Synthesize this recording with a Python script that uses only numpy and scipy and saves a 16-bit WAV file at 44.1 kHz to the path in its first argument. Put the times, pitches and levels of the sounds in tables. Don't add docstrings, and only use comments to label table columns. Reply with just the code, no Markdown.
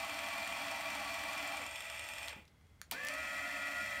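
import sys
import numpy as np
from scipy import signal
from scipy.fft import rfft, irfft
from scipy.io import wavfile
from scipy.ndimage import uniform_filter1d

SR = 44100
rng = np.random.default_rng(int(sys.argv[2]) if len(sys.argv) > 2 else 0)


def invert_db(x):
    u = np.asarray(x, float) / 20
    return 10 ** u


def dump(signal):
    limited = np.clip(np.atleast_2d(signal).T, -1, 1)
    pcm = np.round(limited * 32767).astype(np.int16)
    wavfile.write(sys.argv[1], SR, pcm)


N = 176400


def level(x, db):
    return x * invert_db(db) / np.sqrt(np.mean(x ** 2) + 1e-30)


def ring(x, hz, width):
    b, a = signal.iirpeak(min(hz, SR * 0.45), max(hz / width, 0.3), fs=SR)
    return signal.lfilter(b, a, x)


def colour(x, points, peaks=()):
    hz, db = np.array(points, float).T
    f = np.maximum(np.arange(4097) * SR / 8192, 1)
    low_fall_db = 14 * np.minimum(np.log2(f / hz[0]), 0)
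    power = invert_db(2 * (np.interp(np.log(f), np.log(hz), db) + low_fall_db))
    for centre, width, peak_db in peaks:
        power = power + invert_db(2 * peak_db) / (1 + ((f - centre * centre / f) / width) ** 2) ** 2
    cepstrum = irfft(np.log(power) / 2)
    cepstrum[1:4096] *= 2
    cepstrum[4097:] = 0
    response = irfft(np.exp(rfft(cepstrum)))
    return signal.fftconvolve(x, response)[:N]


def walk(rate):
    hold = int(SR / rate)
    steps = np.repeat(rng.standard_normal(N // hold + 1), hold)
    return 1.3 * uniform_filter1d(uniform_filter1d(steps, hold), hold)[:N]


def mesh_song(tones, turns, speed, go, flutter_db):
    wobble = turns + np.cumsum(speed * 0.001 * walk(29.93)) / SR
    song = np.zeros(N)
    for multiple, db in tones:
        phase = 2 * np.pi * (multiple * wobble + rng.random())
        song += np.sqrt(2) * invert_db(db + flutter_db * walk(25.04)) * np.sin(phase)
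    coast = uniform_filter1d(1.0 * (np.gradient(speed) < 0), int(0.025 * SR))
    song = song * go ** (1 + 2.4) * invert_db(-1.5 * coast)
    return song + invert_db(-1.5) * ring(song, 1730, 43)


PINION, WHEEL = 9, 31
HUNT_DB = [2.5, 1, -2.5, 1, -2, 2.5, -2, 2.5, -2.5]


def tooth_rattle(turns, go, first_knock_s, knock_db, body, broad):
    teeth = (turns - turns[int(first_knock_s * SR)]) * PINION
    count = np.floor(teeth).astype(int)
    on_wheel, wheel_turn = count % WHEEL, count // WHEEL
    chance, wheel = rng.standard_normal((4000, 2)), rng.standard_normal(WHEEL)
    tooth_db = 1.93 * (chance[count % 4000, 0] + wheel[on_wheel]) / np.sqrt(2)
    high_tooth_db = knock_db + np.array(HUNT_DB)[wheel_turn % PINION] + chance[wheel_turn % 4000, 1]
    hit_db = tooth_db * (on_wheel > 0) + high_tooth_db * np.exp(-on_wheel / 1.2)
    puffs = np.exp(-(teeth - count) / 1.38) * go * rng.standard_normal(N)
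    split_hz, low_share = 3930, 0.57
    low = signal.lfilter(*signal.butter(1, split_hz, "low", fs=SR), puffs * invert_db(low_share * hit_db))
    high = signal.lfilter(*signal.butter(1, split_hz, "high", fs=SR), puffs * invert_db(hit_db))
    return colour(low + high * go ** 2.9, broad, body)


def motor(run, tones, body, broad, knock_db, rattle_db, flutter_db, first_knock_s):
    run_s, run_hz = np.array(run, float).T
    speed = np.interp(np.arange(N) / SR, run_s, run_hz)
    turns = np.cumsum(speed) / SR
    go = (speed / run_hz.max()) ** 1.05
    song = mesh_song(tones, turns, speed, go, flutter_db)
    rattle = tooth_rattle(turns, go, first_knock_s, knock_db, body, broad)
    return song + level(rattle, rattle_db) * np.sqrt(np.mean(go ** 2))


# (time [s], speed [turns/s])
NEAR_UP_RUN = [
    (0, 72.42),
    (1.57, 72.42),
    (1.63, 73.08),
    (2.288, 73.08),
    (2.37, 34),
    (2.46, 0),
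]
# (multiple of shaft speed [1], level [dB])
NEAR_UP_TONES = [(8, -65.5), (9, -57.5), (13, -66), (16, -70), (18, -64.5), (26, -64.5), (27, -57),
                 (33, -60.5)]
# (centre [Hz], width [Hz], level [dB])
NEAR_UP_BODY = [(218, 62, -26.5), (300, 35, -14), (642, 195, -15), (850, 60, -7), (948, 63, -13.5),
                (1290, 99, -15.5), (1950, 200, -13), (2421, 70, 0), (2634, 310, -9.5), (3315, 480, -12),
                (4520, 280, -20.5), (5350, 260, -18.5), (7290, 290, -18.5), (8500, 440, -18)]
# (frequency [Hz], level [dB per Hz])
NEAR_UP_COLOUR = [(480, -27), (600, -22), (2400, -13.5), (4000, -27.5), (9000, -27), (10300, -36.5),
                  (12000, -28.5), (15500, -38)]


def near_motor_up():
    return motor(NEAR_UP_RUN, NEAR_UP_TONES, NEAR_UP_BODY, NEAR_UP_COLOUR,
                 knock_db=10, rattle_db=-46.5, flutter_db=1.5, first_knock_s=0.0478)


# (time [s], speed [turns/s])
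FAR_UP_RUN = [
    (0, 74.1),
    (1.57, 74.1),
    (1.64, 45),
    (1.72, 0),
]
# (multiple of shaft speed [1], level [dB])
FAR_UP_TONES = [(9, -52), (11, -65), (20, -67.5), (14.5, -63)]
# (centre [Hz], width [Hz], level [dB])
FAR_UP_BODY = [(210, 47, -12), (291.6, 27.8, -4.5), (667.4, 67, -1.5), (800, 63, -3.5), (939, 17, -1),
               (1121, 103, -4), (1370, 98, -6), (1780, 270, -11), (2020, 130, -8), (2367, 110, -1),
               (2557, 130, -8), (3300, 190, -15), (4370, 680, -17), (5800, 740, -24)]
# (frequency [Hz], level [dB per Hz])
FAR_UP_COLOUR = [(480, -41), (600, -10), (1500, -18.5), (3000, -17), (6000, -27.5), (9000, -33),
                 (10300, -32), (15500, -33)]


def far_motor_up():
    return motor(FAR_UP_RUN, FAR_UP_TONES, FAR_UP_BODY, FAR_UP_COLOUR,
                 knock_db=0, rattle_db=-44, flutter_db=1.77, first_knock_s=0.03)


def room(x):
    t60_s, gap_s, top_hz = 0.15, 0.0024, 7600
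    t = np.arange(SR // 2) / SR
    tail = ring(rng.standard_normal(len(t)), top_hz / 3, top_hz)
    tail = tail * invert_db(-60 * t / t60_s) * (t > gap_s)
    return signal.fftconvolve(x, tail * invert_db(-10.5) / np.sqrt(np.sum(tail ** 2)))[:N]


# (frequency [Hz], level [dB per Hz])
FLOOR_COLOUR = [(30, -20), (70, 1), (105, -4), (135, -9), (330, -20), (1500, -27), (5000, -36),
                (16000, -44)]
# (centre [Hz], width [Hz], level [dB])
HUM = [(73.6, 14, -71), (86, 14, -77.5), (2070, 94, -80.5), (3330, 50, -88.5)]


def room_floor():
    out = level(colour(rng.standard_normal(N), FLOOR_COLOUR), -64.5)
    for hz, width, db in HUM:
        out += level(ring(rng.standard_normal(N), hz, width), db)
    return out


# (time [s], peak level [dB], low ring [Hz], high ring [Hz],
# length [ms])
CLICKS = [(2.2826, -28.5, 2730, 4040, 1.5), (2.293, -38, 2600, 4270, 3.5), (2.36, -49.5, 300, 210, 43),
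          (2.915, -47, 300, 233, 36), (2.4524, -57, 2500, 4500, 3.4), (2.4782, -56, 2400, 4470, 5.6),
          (2.612, -60, 1700, 2400, 1.5), (2.6683, -62, 3260, 4970, 2), (2.8156, -26, 1700, 4630, 0.42),
          (2.9117, -25.5, 3300, 9200, 0.65), (2.9136, -20.5, 3250, 12800, 1.34),
          (2.919, -30.5, 850, 3800, 11.5), (2.918, -43, 8500, 12600, 20), (3.0485, -36.5, 5800, 12500, 3.1),
          (3.0689, -36, 4180, 6000, 4.3), (3.0858, -21.5, 2240, 4230, 0.29)]


def clicks():
    out, t = np.zeros(N), np.arange(4000) / SR
    for start_s, peak_db, low_hz, high_hz, length_ms in CLICKS:
        crack = rng.standard_normal(len(t)) * np.exp(-t * 1000 / length_ms)
        click = level(np.diff(crack, prepend=0), -5.5)
        for hz in (low_hz, high_hz):
            click += level(ring(crack, hz, hz * 0.55), 0)
        i = int(start_s * SR)
        out[i:i + len(t)] += click * invert_db(peak_db) / abs(click).max()
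    return out


# (time [s], speed [turns/s])
NEAR_DOWN_RUN = [
    (2.912, 0),
    (2.935, 52),
    (2.98, 61),
    (3.03, 64.3),
    (3.09, 66.4),
    (3.105, 70),
    (3.19, 71.35),
    (4, 71.8),
]
# (multiple of shaft speed [1], level [dB])
NEAR_DOWN_TONES = [(4, -68), (8, -58), (9, -59), (16, -68.5), (18, -55.5), (24, -70), (27, -48), (28, -52),
                   (36, -60), (45, -60)]
# (centre [Hz], width [Hz], level [dB])
DOWN_BODY = [(210, 46, -13.5), (288, 38, -9), (687, 210, -14), (1160, 160, -21), (1783, 97, -4.5),
             (2017, 160, -6.5), (2400, 106, -1.5), (2600, 160, -7.5), (3270, 270, -13.5),
             (4420, 190, -19.5), (5440, 340, -23.5), (7400, 540, -23.5), (8800, 1200, -27.5),
             (14100, 900, -33)]
# (frequency [Hz], level [dB per Hz])
DOWN_COLOUR = [(480, -35), (600, -20), (2000, -14), (3000, -21), (9000, -30), (10300, -35), (12000, -32.5),
               (15500, -36.5)]


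def near_motor_down():
    return motor(NEAR_DOWN_RUN, NEAR_DOWN_TONES, DOWN_BODY, DOWN_COLOUR,
                 knock_db=3.2, rattle_db=-45, flutter_db=1.8, first_knock_s=3.137)


# (time [s], speed [turns/s])
FAR_DOWN_RUN = [
    (3.07, 0),
    (3.095, 72),
    (3.13, 77.5),
    (3.2, 78.4),
    (4, 78.7),
]
# (multiple of shaft speed [1], level [dB])
FAR_DOWN_TONES = [(8, -56.5), (9, -62), (18, -54.5), (21, -70)]


def far_motor_down():
    return motor(FAR_DOWN_RUN, FAR_DOWN_TONES, DOWN_BODY, DOWN_COLOUR,
                 knock_db=0, rattle_db=-53.5, flutter_db=3.3, first_knock_s=3.15)


def scene():
    sources = near_motor_up() + far_motor_up() + clicks() + near_motor_down() + far_motor_down()
    return (sources + room(sources) + room_floor())[None]


def roll_off(x):
    return signal.sosfilt(signal.butter(12, 16530, fs=SR, output="sos"), x)


def record(dry):
    top_cut = signal.ellip(6, 0.3, 50, 15500, fs=SR, output="sos")
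    mix = signal.sosfilt(top_cut, dry)
    return roll_off(mix)


dry = scene()
out = record(dry)
dump(out)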